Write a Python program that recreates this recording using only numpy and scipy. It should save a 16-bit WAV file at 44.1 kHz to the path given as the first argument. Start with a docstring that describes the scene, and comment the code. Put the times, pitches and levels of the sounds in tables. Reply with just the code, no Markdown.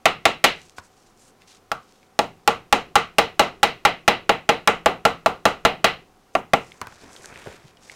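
"""A small hammer taps out a gasket, close to the microphone in a small workshop: thick paper over a metal part.
Each blow adds decaying noise (thud, clack, snap) to ringing tones of part and room; strong peaks overload the input.
Filtered frictional noise gives the hiss of the sliding sheet and the dull rub of the gloves that lift it off.
Short filtered bursts make the bumps, nudges and paper ticks; steady noise and four drifting tones lie behind."""
import sys
import numpy as np
from scipy import signal
from scipy.fft import rfft, irfft, next_fast_len
from scipy.io import wavfile

SR = 44100
rng = np.random.default_rng(int(sys.argv[2]) if len(sys.argv) > 2 else 0)


def wav_out(sig):
    """Save sig, one row per channel (or a flat mono array), as 16-bit PCM at SR to the path in sys.argv[1]."""
    wavfile.write(sys.argv[1], SR, np.round(np.clip(np.atleast_2d(sig).T, -1, 1) * 32767).astype(np.int16))


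N = 350947  # length in samples
T = np.arange(SR // 2) / SR  # seconds within each short sound


def amp(db):
    """Decibels to gain."""
    return 10 ** (np.asarray(db) / 20)


def unit(x):
    """Scale to rms 1."""
    return x / np.sqrt(np.mean(x ** 2) + 1e-20)


def along(points, hz):
    """Read (Hz, value) points on a logarithmic frequency axis."""
    point_hz, values = np.transpose(points)
    return np.interp(np.log(hz + 1), np.log(point_hz + 1), values)


def add(track, start_s, sound):
    """Mix a sound into the track from start_s on."""
    place = track[round(start_s * SR):][:len(sound)]
    place += sound[:len(place)]


def coloured(x, spectrum):
    """Filter x with a causal, minimum-phase response of the given (Hz, dB) spectrum, at rms 1."""
    m = 2 * next_fast_len(len(x))
    log_gain = np.log(amp(along(spectrum, np.fft.rfftfreq(m, 1 / SR))))
    cepstrum = irfft(log_gain)
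    # folding the cepstrum onto positive time makes the filter causal
    cepstrum[1:m // 2] *= 2
    cepstrum[m // 2 + 1:] = 0
    response = np.exp(rfft(cepstrum))
    return unit(irfft(rfft(x, m) * response)[:len(x)])


def burst(t60):
    """White noise that dies away by 60 dB in t60 seconds."""
    return rng.standard_normal(len(T)) * amp(-60 * T / t60)


# The small workshop around the microphone. Each row: frequency in Hz, time to die by 60 dB in seconds.
ROOM_DECAY = [(40, 0.7), (100, .35), (170, 0.31), (300, 0.23), (900, 0.22), (2500, 0.26), (5000, 0.24),
              (14000, 0.13)]


def room_tail():
    """A diffuse echo in which each frequency dies at its own speed, at rms 1."""
    hz, t, cells = signal.stft(rng.standard_normal(len(T)), SR, nperseg=256)
    decay = amp(-60 * t / along(ROOM_DECAY, hz)[:, None])
    tail = signal.istft(cells * decay, SR, nperseg=256)[1][:len(T)]
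    tail = tail * (1 - np.exp(-(T / 0.0021) ** 2))  # the walls take a few ms to answer
    return unit(tail)


def with_echo(t60):
    """A noise burst and its room echo, each at rms 1."""
    return np.array([unit(burst(t60)), unit(room_tail())])


def heard(pair, spectrum, wet_db):
    """A burst and its echo in the colour of what was struck, at rms 1."""
    direct, echo = pair
    return coloured(direct + amp(wet_db) * echo, spectrum)


def wander(t, rate_hz):
    """Random values, rate_hz of them a second, joined by straight lines."""
    count = int(t[-1] * rate_hz) + 2
    return np.interp(t * rate_hz, np.arange(count), rng.standard_normal(count))


def friction(size, grain=0.37, sway=0.16, crackles_per_s=30, crackle_size=10):
    """Stick and slip: noise whose strength varies finely and in slower lumps, with sparse crackles."""
    t = np.arange(size) / SR
    # fibres that catch and let go
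    caught = rng.random(size) < crackles_per_s / SR
    crackles = crackle_size * caught * rng.laplace(size=size)
    strength = np.exp(grain * wander(t, 500) + sway * wander(t, 40))
    return (rng.standard_normal(size) + crackles) * strength


# The air of the workshop, steady behind everything. Each row: frequency in Hz, spectrum level in dB.
AIR_SPECTRUM = [(12, -42), (20, 0.5), (55, -17.5), (228, -6.5), (328, -10), (434, -9), (678, -14.5),
                (738, -6), (897, -14.5), (1060, -12.5), (1440, -16.5), (1660, -20), (3950, -25.5),
                (6010, -26.5), (16000, -37.5)]
# The faint machine hum. Each row: frequency in Hz, rms level in dB before the common hum lift.
HUM_TONES = [(96.9, -74), (393.0, -72), (527.6, -77), (748.3, -76)]


def workshop(air_db=-58, hum_lift_db=1.5):
    """Steady coloured air noise and machine tones whose phases drift at random."""
    t = np.arange(N) / SR
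    hum = np.zeros(N)
    for hz, db in HUM_TONES:
        drift = np.cumsum(rng.standard_normal(N)) * 0.018  # radians
        hum += amp(db) * np.sqrt(2) * np.sin(2 * np.pi * hz * t + drift)
    air = coloured(rng.standard_normal(N), AIR_SPECTRUM)
    return amp(air_db) * air + amp(hum_lift_db) * hum


# Gloves take hold of the sheet and lift it off. Each row: time in seconds, level in dB before the rub lift.
GLOVE_GRIP = [(6.68, -58.5), (7.142, -51.5), (7.4, -48), (7.532, -50.5), (7.67, -64), (7.95, -54.5)]
# The dull rub of the gloves, close by. Each row: frequency in Hz, spectrum level in dB.
GLOVE_SPECTRUM = [(18, -24), (30, -10), (76, -5), (295, -7.5), (339, -4.5), (638, -6.5), (802, -7.5),
                  (2000, -11.5), (2600, -12.5), (4400, -120)]


def gloves(rub_lift_db=1, fade_s=0.027):
    """The gloves rub on the sheet: dull frictional noise that follows the strength of the grip."""
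    t = np.arange(N) / SR
    grip_s, grip_db = np.transpose(GLOVE_GRIP)
    fade_in = np.clip(1 + (t - grip_s[0]) / fade_s, 0, 1)
    level = amp(np.interp(t, grip_s, grip_db) + rub_lift_db)
    return fade_in * level * coloured(friction(size=N), GLOVE_SPECTRUM)


# The sheet slides on metal and glove.
# Each row: start in seconds, length in seconds, level in dB before the swell, centre of the hiss in Hz.
SHEET_SLIDES = [(0.499, 0.27, -56.5, 5200), (0.759, 0.049, -48, 4900), (0.815, 0.073, -56.5, 7000),
                (0.85, 0.32, -63.5, 5500), (1.159, 0.17, -57, 8000), (1.389, 0.066, -61.5, 2950),
                (1.455, 0.14, -51, 4340), (1.751, 0.35, -63.5, 4540), (6.329, 0.09, -54, 6500),
                (6.55, 0.3, -57.5, 5820), (6.8, 0.4, -55, 4500), (7.097, 0.12, -49.5, 7050),
                (7.161, 0.18, -51.5, 6500), (7.26, 0.37, -48.5, 2270), (7.573, 0.17, -57, 3240),
                (7.785, 0.23, -50.5, 5260)]
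# Paper rustle before the peak of each slide. Each row: frequency in Hz, spectrum level in dB.
RUSTLE_SPECTRUM = [(700, -32), (1300, 0), (2000, -3.5), (2800, -4), (4300, -5.5), (6400, -4.5),
                   (7600, -5.5), (9000, -8), (12000, -16), (16000, -27)]


def sheet(peak_db=9, peak_octaves=1, swell_exponent=0.96):
    """Each slide of the paper is a finely grained hiss that swells and fades in an arch."""
    out = np.zeros(N)
    hz = np.geomspace(300, 16000, 60)
    for start_s, length_s, db, centre_hz in SHEET_SLIDES:
        peak = peak_db * np.exp(-(np.log2(hz / centre_hz) / peak_octaves) ** 2)
        colour = along(RUSTLE_SPECTRUM, hz) + peak
        swell = np.abs(np.sin(np.pi * np.minimum(T / length_s, 1))) ** swell_exponent
        hiss = coloured(friction(size=len(T)), np.column_stack([hz, colour]))
        add(out, start_s, amp(db) * swell * hiss)
    return out


def small_knock(hz, thump_db=-10):
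    """A small knock around one pitch, with a soft thump through the bench."""
    colour = [(hz / 4, -12), (hz * .7, -7), (hz, 0), (hz * 1.5, -9), (hz * 5, -34), (16000, -55)]
    knock = heard(with_echo(t60=0.031), colour, wet_db=-9)
    thump = coloured(burst(t60=0.091), [(25, -23), (90, 5), (200, 2.0), (500, -41.0)])
    return knock + amp(thump_db) * thump


def tick(hz, treble_db):
    """A very short burst around one pitch, with its echo."""
    colour = [(hz * .6, -22), (hz * .88, -7), (hz, 4), (hz * 1.15, -6), (hz * 1.8, -16), (16000, treble_db)]
    return heard(with_echo(t60=0.0087), colour, wet_db=-14.5)


# The stiff sheet ticks as it bends. Each row: start in seconds, level in dB, pitch in Hz.
SHEET_TICKS = [(1.42, -72, 2200), (2.03, -74, 2290), (6.7195, -61, 2170), (7.163, -61.5, 3140),
               (7.2442, -62, 1600), (7.327, -67, 1520), (7.3588, -59, 1850), (7.47, -58.5, 1450),
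               (7.7705, -72, 2960), (7.8974, -55.5, 2190)]


def sheet_ticks():
    """The bending sheet gives short pitched ticks."""
    out = np.zeros(N)
    for start_s, db, hz in SHEET_TICKS:
        add(out, start_s, amp(db) * tick(hz, treble_db=-48))
    return out


# A hand nudges the part on the bench. Each row: start in seconds, level in dB of the knock, pitch in Hz.
HAND_NUDGES = [(7.035, -57.5, 282), (7.194, -66, 420), (7.358, -66, 400), (7.461, -54.5, 640),
               (7.472, -49.5, 405), (7.541, -66, 200), (7.6457, -60.5, 150)]


def nudges():
    """Each nudge is a dull knock of the part with a thump of the bench."""
    out = np.zeros(N)
    for start_s, db, hz in HAND_NUDGES:
        add(out, start_s, amp(db) * small_knock(hz))
    return out


# The hammer head or the sheet drops lightly on the part. Each row: start in seconds, level in dB of the knock.
LIGHT_BUMPS = [(0.783, -52), (6.815, -45.5), (6.8704, -55.5), (6.9235, -67)]


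def bumps(knock_hz=1030, tick_hz=1480, tick_db=-2):
    """A light drop on the part: a bright knock and a tick together."""
    out = np.zeros(N)
    for start_s, db in LIGHT_BUMPS:
        bump = small_knock(knock_hz) + amp(tick_db) * tick(tick_hz, treble_db=-33)
        add(out, start_s, amp(db) * bump)
    return out


# Ringing tones after each blow: the lowest four hum in the workshop, the others ring in the metal part.
# Each row: tone in Hz, level in dB before favour and scatter, time to die by 60 dB in seconds.
RINGING_TONES = [(167.7, -34, 0.62), (211.7, -20, 0.17), (267, -19.5, 0.16), (462, -11, 0.19),
                 (558, -7.5, 0.074), (669.7, 8.5, 0.024), (729, -6, 0.036), (818, 4, 0.043),
                 (1159.4, -1.5, 0.065), (1359.5, 1, 0.04)]


def ringing(centre_hz, scatter_db=2.0, favour_db=9, width_hz=95):
    """Decaying sines, as (Hz, wave): the struck spot favours tones near one pitch, and each level scatters."""
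    tones = []
    for hz, db, t60 in RINGING_TONES:
        favour = favour_db * np.exp(-((hz - centre_hz) / width_hz) ** 2)
        level_db = db + favour + scatter_db * rng.normal()
        tones.append((hz, amp(level_db - 60 * T / t60) * np.sin(2 * np.pi * hz * T)))
    return tones


def contact():
    """Noise for a contact on the rim: its thud, clack and snap, each with its echo."""
    return np.array([with_echo(t60=0.029), with_echo(t60=0.04), with_echo(t60=0.0088)])


def softened(spectrum, edge_hz):
    """A softer contact loses what lies above its edge, where it is 3 dB down."""
    return [(hz, db - 10 * np.log10(1 + (hz / edge_hz) ** 8)) for hz, db in spectrum]


KNOCK_DB, CLACK_DB, BENCH_DB = -16, -22.5, -49  # base levels in a blow of force 0 dB


def blow_levels(force_db, press_db=-12.5, press_slope=1.7):
    """The clack follows the force; the knock levels off once the paper is pressed flat on the metal."""
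    # under press_db the paper cushions the knock, by press_slope dB per dB
    cushioned_db = 20 * np.log10(1 + amp(2 * press_slope * (press_db - force_db))) / 2
    return KNOCK_DB - cushioned_db, CLACK_DB + force_db


# The hammer blows, close to the microphone. Each row: start in seconds, force in dB,
# ring of the metal in dB, snap of the paper in dB before the snap lift, top edge of the clack in Hz.
HAMMER_BLOWS = [(0.056, 0.5, -27, -40, 3720), (0.254, 1, -27, -39.5, 3920), (0.441, 4, -26, -44, 4440),
                (1.717, -23.5, -39.5, -58.5, 4900), (2.1906, -12.5, -35.5, -43, 4170),
                (2.4763, -5.5, -29.5, -38, 3970), (2.7261, -3.5, -29, -36, 3900),
                (2.9557, -3.5, -25, -36, 3860), (3.1839, 0, -28.5, -43.5, 4500),
                (3.3945, -2.5, -27.5, -37.5, 4320), (3.6305, -1, -28.5, -44.5, 4470),
                (3.8511, -0.5, -28, -52, 3840), (4.0786, 0.5, -27, -72, 3940),
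                (4.2933, -4.5, -30, -46, 3400), (4.4909, -3.5, -31, -51, 4000),
                (4.6748, -3.5, -27, -37, 3160), (4.8598, -7.5, -30.5, -43.5, 3660),
                (5.0521, -5.5, -26, -42, 4050), (5.2606, -11.5, -32, -49, 4340),
                (5.4541, -5.5, -30, -40.5, 4000), (5.6507, -2, -25.5, -61, 3800),
                (5.8433, -1, -28.5, -52.5, 4030), (6.352, -16, -35.5, -59.5, 2800),
                (6.5346, -5.5, -28, -47, 3100)]
# Pitch favoured as the hammer travels round the rim. Each row: time in seconds, pitch in Hz.
RIM_PITCH = [(0.4, 734), (2.2, 740), (3.3, 805), (4.5, 747), (6.5, 700)]
# The layers of a blow: dull thud, bright clack, metal ring, sharp snap, then the bench under the part.
# Each row: frequency in Hz, spectrum level in dB.
THUD_SPECTRUM = [(20, -22.5), (110, -16), (200, -6), (330, 0), (480, 3), (750, 7), (950, 2), (1300, -8.5),
                 (2200, -38.5)]
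CLACK_SPECTRUM = [(900, -25.5), (1500, -6.5), (1780, -6.5), (2000, -0.5), (2230, -4.5), (2850, -2),
                  (3150, -6.5), (3600, -10.5), (3950, -4.5), (4500, -12), (6000, -11), (12000, 1)]
RING_SPECTRUM = [(700, -21), (1000, -8), (1140, 5.5), (1250, 4), (1370, 3.5), (1600, -10), (2200, -40)]
SNAP_SPECTRUM = [(2500, -31), (4500, 6.5), (6700, 7.5), (8500, 3.5), (12000, -11), (16000, -21.5)]
BENCH_SPECTRUM = [(20, -4), (45, -8), (90, -3.5), (130, 2), (250, -8), (380, -7.5), (700, -39.5)]


def hammer(change=0.85, lead_s=0.00054, give_s=0.0025, bench_follow=0.51, snap_lift_db=2.0,
           ring_from_hz=1000, right_from_s=1, right_to_s=6):
    """Each blow mixes the shared noise of its side of the rim with nearly as much fresh noise."""
    out = np.zeros(N)
    sides = [contact(), contact()]
    cushion = 1 - np.exp(-(T / give_s) ** 2)  # the paper gives way before the metal takes the blow
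    for start_s, force_db, ring_db, snap_db, edge_hz in HAMMER_BLOWS:
        knock_db, clack_db = blow_levels(force_db)
        # the hammer works the right side of the rim between these two times
        side = int(right_from_s < start_s < right_to_s)
        thud, clack, snap = sides[side] + change * contact()

        tones = ringing(np.interp(start_s, *np.transpose(RIM_PITCH)))
        low_tones = unit(sum(wave for hz, wave in tones if hz < ring_from_hz))
        high_tones = unit(sum(wave for hz, wave in tones if hz >= ring_from_hz))
        knock = low_tones + amp(-8.5) * heard(thud, THUD_SPECTRUM, wet_db=-8.5)
        ring = high_tones + amp(-4) * heard(snap, RING_SPECTRUM, wet_db=-6)

        blow = amp(knock_db) * cushion * knock
        blow += amp(ring_db) * ring
        blow += amp(clack_db) * heard(clack, softened(CLACK_SPECTRUM, edge_hz), wet_db=-10.5)
        blow += amp(snap_db + snap_lift_db) * heard(snap, SNAP_SPECTRUM, wet_db=-17.0)
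        # the weight of the head thumps the bench, its level following only part of the knock's change
        bench_db = BENCH_DB + bench_follow * (knock_db - KNOCK_DB)
        blow += amp(bench_db) * cushion * coloured(burst(t60=0.4), BENCH_SPECTRUM)

        # a light blow barely shakes the sheet, so more of its sound lies in the first milliseconds
        lightness_db = np.clip(0.3 * (-2.0 - force_db), 0, 5)
        add(out, start_s, blow * amp(lightness_db * np.exp(-T / 0.0033)))

        # the head first touches the sheet, just before it presses it onto the metal
        touch = coloured(burst(t60=.025), [(200, 2.5), (2000, 1), (14000, -15.5)])
        add(out, start_s - lead_s, amp(-56.0) * touch)
    return out


def scene():
    """Everything as it reaches the one microphone."""
    background = workshop()
    handling = gloves() + sheet() + sheet_ticks() + nudges() + bumps()
    return (background + handling + hammer())[None]


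def record(dry, ceiling=0.52, hardness=5, top_hz=16000):
    """The microphone input rounds off peaks towards its ceiling, and its band ends steeply at top_hz."""
    clipped = dry / (1 + np.abs(dry / ceiling) ** hardness) ** (1 / hardness)
    m = next_fast_len(N + SR // 2)
    band = 1 / (1 + (np.fft.rfftfreq(m, 1 / SR) / top_hz) ** 90)
    return irfft(rfft(clipped, m) * band, m)[..., :N]


dry = scene()
out = record(dry)
wav_out(out)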